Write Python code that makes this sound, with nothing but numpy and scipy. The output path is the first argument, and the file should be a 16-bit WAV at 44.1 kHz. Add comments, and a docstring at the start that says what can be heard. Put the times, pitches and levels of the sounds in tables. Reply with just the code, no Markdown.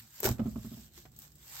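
"""Soapy sponge in a plastic basin.

Wet hands squeeze the sponge close to the microphone: one loud squelch, plops, a thud as it hits bottom.
As the sponge is lifted and turned, the basin rocks and knocks ever more softly; the room booms with it.
Fingers pat; foam fizzes with each move and swells as the next squeeze begins. The room hums faintly."""
import sys
import numpy as np
from scipy import signal
from scipy.fft import rfft, irfft
from scipy.io import wavfile
from scipy.ndimage import uniform_filter1d

SR = 44100
rng = np.random.default_rng(int(sys.argv[2]) if len(sys.argv) > 2 else 0)


def file_out(sig):
    """Save sig as 16-bit WAV at sys.argv[1]."""
    # one column per channel
    cols = np.atleast_2d(sig).T
    # limit, then scale
    lim = np.clip(cols, -1, 1)
    pcm = np.round(lim * 32767).astype(np.int16)
    wavfile.write(sys.argv[1], SR, pcm)


N = 70560
TIME_S, FREQ_HZ = np.arange(N) / SR, np.fft.rfftfreq(N, 1 / SR)

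# Flow of suds through the fingers. Each row: time in seconds, spray in dB, gurgle in dB.
SUDS_FLOW = [(.2, -91, -101), (.222, -58, -64), (.233, -40, -36.5), (.243, -35.5, -37), (.256, -30, -36),
             (.268, -36, -33.5), (.28, -40, -37), (.295, -53.5, -39.5), (.318, -53.5, -50),
             (.34, -60.5, -73), (.40, -98, -79.5)]
# Spray and gurgle spectra. Each row: frequency in Hz, relative level in dB.
SPRAY_SPECTRUM = [(300, -34.5), (800, 1), (1400, 6.5), (2400, 6.5), (4000, 7), (5600, 9.5), (7500, 3),
                  (13000, 5.5), (16000, -11)]
GURGLE_SPECTRUM = [(60, -32), (130, -7), (230, -9), (330, -2), (400, -1), (490, -7.5), (590, -6.5),
                   (720, -6.5), (1000, -15), (1500, -15.5), (3000, -26)]
# Air pockets bursting; thin high spits of air. Each row: start in seconds, level in dB, decay in seconds.
POP_BURSTS = [(.2032, -41, .0018), (.2065, -31.5, .00065), (.231, -23, .0009), (.247, -27, .0008),
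              (.2535, -22, .0014), (.2562, -24, .0008), (.2625, -21, .0012), (.2697, -23, .0007),
              (.2738, -29, .001), (.2898, -19, .0008), (.3133, -32, .0012)]
SPIT_BURSTS = [(.2028, -31, 0.0029), (1.189, -38.5, 0.0019)]
# Their spectra. Each row: frequency in Hz, relative level in dB.
POP_SPECTRUM = [(200, 5), (900, 8.5), (2500, -5), (5500, 6), (8000, -2), (13000, 1), (16000, 6)]
SPIT_SPECTRUM = [(500, -47), (8000, -7.5), (12500, 0.5), (16000, 0)]
# Basin shaking under the hands. Each row: time in seconds, level in dB.
SHAKE_LEVEL = [(0, -61.5), (.05, -64), (.09, -92), (.21, -72), (.25, -40), (.305, -33), (.33, -37),
               (.37, -51.5), (.45, -43.5), (.85, -62), (.95, -70), (1.15, -69), (1.2, -61), (1.28, -75)]
# Its spectrum. Each row: frequency in Hz, relative level in dB.
SHAKE_SPECTRUM = [(30, -36), (48, -8.5), (66, -0.5), (88, -11), (118, 3), (160, -21.5), (220, -1),
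                  (400, -42), (1000, -57)]

# Basin knocks. Each row: start in seconds, relative ring in dB, relative slap in dB, pitch factor.
BASIN_KNOCKS = [(.293, -11, -6, .99), (.317, -14.5, -17, .96), (.394, 1, 4, 1.01),
                (0.4571, -1.5, -5.5, 1.02), (0.5576, -6, -7, 1.02), (0.6458, -11, -13.5, 1.02),
                (0.7157, -13.5, -15, 1.024), (0.7712, -21, -21.5, 1.04)]
# The basin's hollow ring and the room's low boom.
# Each row: base frequency in Hz, relative level in dB, T60 in seconds.
KNOCK_RESONANCES = [(60, -18.5, 0.59), (112.2, 3.5, 0.15), (135.3, 5.5, 0.066), (173, 10, 0.045),
                    (205.7, 0.5, 0.14), (357.5, -11.5, 0.061), (500, -11.5, 0.043), (620.4, -23.5, 0.091),
                    (1043, -35, .13), (1201, -30.5, 0.14)]
# Wet slap spectrum. Each row: frequency in Hz, relative level in dB.
SLAP_SPECTRUM = [(150, -6), (400, -2.5), (650, -0.5), (850, -8), (1200, -8), (1700, -20), (3000, -21.5),
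                 (8000, -50)]
# Reflections off nearby surfaces. Each row: delay in seconds, gain.
REFLECTIONS = [(.0046, 0.79), (0.022, 0.45)]

# Air pocket plops and one low thud. Each row: start in seconds, pitch in Hz, level in dB, decay in seconds.
PLOPS_AND_THUD = [(.229, 406, -32.5, 0.0049), (0.2514, 391, -23.5, .011), (.2545, 633.5, -32.5, 0.0083),
                  (.2745, 810, -24.5, 0.0026), (0.284, 420, -40, 0.0052), (0.307, 116, -28.5, 0.024),
                  (0.3911, 529, -36, 0.0063)]
# Finger pats. Each row: start in seconds, level in dB, decay in seconds, cavity in Hz, cavity in dB.
FINGER_PATS = [(0.201, -45, 0.0081, 232, -53), (0.382, -45.5, 0.0043, 486, -54),
               (0.974, -57.5, 0.012, 352, -52.5), (1.052, -48.5, 0.0086, 751, -59)]
# Pat spectrum. Each row: frequency in Hz, relative level in dB.
PAT_SPECTRUM = [(120, 4), (350, 2), (550, 3), (780, -1), (1500, -2), (2400, -6.5), (5000, -13),
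                (12000, -25)]

# Fizzing foam; sponge pressed again. Each row: time in seconds, level in dB.
FIZZ_LEVEL = [(0, -58), (.09, -63.5), (.19, -52.5), (.22, -54.5), (.31, -50), (.375, -71.5), (.44, -64.5),
              (.51, -59.5), (.55, -63.5), (.62, -59.5), (.655, -55), (.69, -59), (.77, -57), (.85, -59),
              (.908, -71), (.976, -53.5), (1.04, -63.5), (1.104, -73.5), (1.175, -63.5), (1.235, -55.5),
              (1.30, -68.5), (1.35, -69.5), (1.46, -57), (1.545, -48), (1.6, -47)]
PRESS_LEVEL = [(1.38, -102), (1.47, -69), (1.54, -55), (1.6, -59)]
# Single larger bubbles bursting. Each row: start in seconds, level in dB.
BUBBLE_TICKS = [(.075, -61), (0.399, -47), (.530, -63), (1.1188, -50), (1.164, -42.5), (1.198, -41.5),
                (1.22, -39), (1.319, -47.5), (1.356, -49.5)]
# Fizz, press and tick spectra. Each row: frequency in Hz, relative level in dB.
FIZZ_SPECTRUM = [(200, -40), (500, -6.5), (900, -2), (1600, 0), (2500, 0), (3800, 4), (5500, 3),
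                 (7500, -0.5), (13000, -1), (16000, -2)]
PRESS_SPECTRUM = [(200, -58), (450, -27), (750, 1), (1600, -3.5), (2800, -1.5), (6000, -7.5)]
TICK_SPECTRUM = [(500, -7), (2500, -11.5), (5000, 7.5), (8000, 2), (13000, 0), (16000, 8.5)]

# Room hum partials; rumble spectrum. Each row: frequency in Hz, relative level in dB.
HUM_PARTIALS = [(60, -74), (120, -68), (149, -68)]
RUMBLE_SPECTRUM = [(20, -39), (42, -15.5), (68, 4), (95, -13), (125, -7), (155, -3.5), (205, -19),
                   (350, -17.5), (600, -34), (2000, -40), (16000, -67)]
# Swell of hum and rumble. Each row: time in seconds, gain in dB.
DRONE_GAIN = [(.1, -5.5), (.3, -1.5), (1.2, 0), (1.5, -2.5)]

# Microphone port response. Each row: frequency in Hz, left gain in dB, right gain in dB.
PORT_RESPONSE = [(95, -0.7, 2.26), (406, 0.8, 2), (1330, -0.83, 2.5), (4500, -1.5, 0.7), (6840, -1.5, 5),
                 (7360, 3, 12.5), (8260, -2.5, 8.5), (8830, -18, 0.5), (10300, -17, -8), (10830, -5.5, -13),
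                 (11650, 2, 0.5), (12430, 12, 1), (13100, 12, 4.5), (13500, 13.5, 5.5), (14500, -1.5, 5),
                 (16100, 10, -9)]
# Likeness of the two ports. Each row: frequency in Hz, correlation from 0 to 1.
PORT_CORRELATION = [(60, 0.96), (300, 0.91), (900, 0.57), (2000, 0.087), (3000, 0.12), (16000, 0.052)]


def squelch():
    """Suds spray, pop, spit and gurgle out of the sponge while the push shakes the basin."""
    spray = bubbles(per_s=1100, spread_db=4.5, burst_s=0.0001, wash=0.2) * level(SUDS_FLOW)
    spray = walls(colour(spray, SPRAY_SPECTRUM), gain=0.76, max_delay_s=0.008)
    gurgle = bubbles(per_s=850, spread_db=1, burst_s=0.0006, wash=0.435) * level(SUDS_FLOW, column=2)
    gurgle = room(colour(gurgle, GURGLE_SPECTRUM), wet_db=-14, t60_s=0.46)
    pops = colour(noise() * bursts(POP_BURSTS, rise_s=0.00031), POP_SPECTRUM)
    spits = colour(noise() * bursts(SPIT_BURSTS, rise_s=0.00055), SPIT_SPECTRUM)
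    shake = unit_rms(colour(noise(), SHAKE_SPECTRUM)) * level(SHAKE_LEVEL)
    return room(spray + pops + spits, wet_db=-26, t60_s=0.32) + gurgle + shake


def basin_knocks(ring_db=-26.5, rise_s=0.0092, slap_db=-39.5, slap_t60_s=0.069):
    """Each knock excites the basin's hollow ring and the room's low boom, with a wet slap on top."""
    sag_share, sag_s = 0.489, 0.0043  # pitch starts high, sags as the soft wall relaxes
    ring = np.zeros(N)
    for start_s, db, _, pitch in BASIN_KNOCKS:
        age_s = np.maximum(TIME_S - start_s, 0)
        bent_s = pitch * (age_s + sag_share * sag_s * (1 - np.exp(-age_s / sag_s)))
        modes = sum(amp(mode_db - 60 * age_s / t60_s) * np.sin(2 * np.pi * hz * bent_s)
                    for hz, mode_db, t60_s in KNOCK_RESONANCES)
        ring -= amp(ring_db + db) * np.minimum(age_s / rise_s, 1) * modes
    slap_rows = [(start_s, slap_db + db, slap_t60_s / np.log(1000)) for start_s, _, db, _ in BASIN_KNOCKS]
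    slaps = colour(noise(), SLAP_SPECTRUM) * bursts(slap_rows, rise_s=0.00072)
    return room(slaps, wet_db=-7, t60_s=0.4) + room(echoed(ring)[None], wet_db=-22, t60_s=0.36)


def plops_and_thud():
    """Air pockets plop, and a low thud sounds as the push hits bottom."""
    rings = sum(damped_sine(*row, rise_s=0.0017) for row in PLOPS_AND_THUD)
    return room(rings[None], wet_db=-22.5, t60_s=0.2)


def finger_pats():
    """Fingers pat the wet sponge; trapped air rings briefly."""
    slaps = colour(noise(), PAT_SPECTRUM) * bursts([row[:3] for row in FINGER_PATS], rise_s=0.0032)
    rings = sum(damped_sine(start_s, hz, db, decay_s=0.016, rise_s=0.0047)
                for start_s, _, _, hz, db in FINGER_PATS)
    return room(slaps + rings, wet_db=-13, t60_s=0.2)


def foam():
    """Fine bubbles burst as the hands move and press the sponge; larger ones tick singly."""
    fizz = bubbles(per_s=2500, spread_db=4, burst_s=0.000086, wash=1) * level(FIZZ_LEVEL)
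    fizz = clusters(colour(fizz, FIZZ_SPECTRUM), depth_db=1.7, width_hz=700, length_s=0.04)
    press = bubbles(per_s=3300, spread_db=0.5, burst_s=0.00058, wash=1) * level(PRESS_LEVEL)
    froth = walls(fizz + colour(press, PRESS_SPECTRUM), gain=0.48, max_delay_s=0.012, count=14)
    tick_envelope = bursts([(start_s, db, 0.0006) for start_s, db in BUBBLE_TICKS], rise_s=0.0001)
    ticks = colour(noise() * tick_envelope, TICK_SPECTRUM)
    return froth + room(ticks, wet_db=2, t60_s=0.049)


def room_drone():
    """Faint hum and rumble of the room."""
    hum = sum(amp(db) * np.sin(2 * np.pi * (hz * TIME_S + rng.random())) for hz, db in HUM_PARTIALS)
    rumble = amp(-64) * unit_rms(colour(noise(), RUMBLE_SPECTRUM))
    return level(DRONE_GAIN) * (hum + rumble)


def bubbles(per_s, spread_db, burst_s, wash):
    """Tiny bursts of random size over a wash of countless smaller ones."""
    sizes = amp(spread_db * np.minimum(rng.exponential(1, N), 4))
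    onsets = rng.random(N) < per_s / SR
    power = signal.lfilter([1], [1, -np.exp(-2 / (burst_s * SR))], (sizes * onsets) ** 2)
    envelope = np.sqrt(power / power.mean() + wash ** 2)
    return unit_rms(correlate_ports(envelope * rng.standard_normal((2, N))))


def clusters(x, depth_db, width_hz, length_s):
    """Like bubbles burst together, so narrow bands swell and fade at random."""
    bins_hz, frames_s, spectra = signal.stft(x, SR, nperseg=512)
    swell = rng.standard_normal(spectra.shape[1:])
    swell = uniform_filter1d(swell, max(1, round(width_hz / bins_hz[1])), axis=0)
    swell = uniform_filter1d(swell, max(1, round(length_s / frames_s[1])), axis=1)
    gains = unit_rms(amp(depth_db * unit_rms(swell)))
    return signal.istft(spectra * gains, SR)[1][:, :N]


def damped_sine(start_s, hz, db, decay_s, rise_s):
    """One briefly ringing resonance."""
    return bursts([(start_s, db, decay_s)], rise_s) * np.sin(2 * np.pi * hz * (TIME_S - start_s))


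def bursts(rows, rise_s):
    """Envelope of linear rises and exponential decays."""
    envelope = np.zeros(N)
    for start_s, db, decay_s in rows:
        age_s = np.maximum(TIME_S - start_s, 0)
        envelope += amp(db) * np.minimum(age_s / rise_s, 1) * np.exp(-age_s / decay_s)
    return envelope


def walls(x, gain, max_delay_s, count=7):
    """Close reflections between hands and basin walls, different at each port."""
    delays_s = rng.uniform(0.000612, max_delay_s, (2, count, 1))
    signs = rng.choice([-1, 1], (2, count, 1))
    paths = signs * np.exp(-2j * np.pi * FREQ_HZ * delays_s)
    response = 1 + gain / np.sqrt(count) * paths.sum(1)
    return irfft(rfft(x) * response, N) / np.sqrt(1 + gain ** 2)


def echoed(x):
    """Adds first reflections from nearby surfaces."""
    return x + sum(gain * np.interp(TIME_S - delay_s, TIME_S, x, left=0) for delay_s, gain in REFLECTIONS)


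def room(x, wet_db, t60_s):
    """Adds the short tail of a small room."""
    age_s = TIME_S[:SR // 2]
    tail = rng.standard_normal((2, len(age_s))) * amp(-60 * age_s / t60_s) * np.minimum(age_s / 0.0017, 1)
    tail /= np.linalg.norm(tail, axis=1, keepdims=True)
    return x + amp(wet_db) * signal.fftconvolve(x, tail, axes=1)[:, :N]


def noise():
    """White noise at both ports."""
    return correlate_ports(rng.standard_normal((2, N)))


def correlate_ports(x):
    """Makes two unrelated signals alike in the bass, as at two close ports."""
    left, other = rfft(x)
    likeness = np.clip(over_frequency(PORT_CORRELATION), 0, 1)
    right = likeness * left + np.sqrt(1 - likeness ** 2) * other
    return irfft(np.array([left, right]), N)


def colour(x, spectrum):
    """Filters by a spectrum, keeping the power of white noise."""
    return irfft(rfft(x) * unit_rms(amp(over_frequency(spectrum))), N)


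def over_frequency(table, column=1):
    """A column interpolated over log frequency."""
    rows = np.array(table)
    return np.interp(np.log(FREQ_HZ + 1), np.log(rows[:, 0]), rows[:, column])


def level(table, column=1):
    """A dB column as gain over time."""
    rows = np.array(table)
    return amp(np.interp(TIME_S, rows[:, 0], rows[:, column]))


def amp(db):
    """Decibels to gain."""
    return 10 ** (np.asarray(db) / 20)


def unit_rms(x):
    """Scales to rms 1."""
    return x / np.sqrt(np.mean(x ** 2) + 1e-20)


def scene():
    """Sponge, basin and foam over the room's drone."""
    return squelch() + basin_knocks() + plops_and_thud() + finger_pats() + foam() + room_drone()


def record(dry):
    """Each port has its own treble peaks and notch; the left lags slightly; then band limits."""
    left_lag_s, low_cut_hz, high_cut_hz = 0.00008, 27, 15900
    gains = amp([over_frequency(PORT_RESPONSE, 1), over_frequency(PORT_RESPONSE, 2)])
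    lag = np.exp(-2j * np.pi * FREQ_HZ * np.array([[left_lag_s], [0]]))
    heard = irfft(rfft(dry) * gains * lag, N)
    highpass = signal.butter(4, low_cut_hz, "high", fs=SR, output="sos")
    lowpass = signal.firwin(511, high_cut_hz, window=("kaiser", 9), fs=SR)
    return signal.oaconvolve(signal.sosfilt(highpass, heard), lowpass[None], "same")


dry = scene()
out = record(dry)
file_out(out)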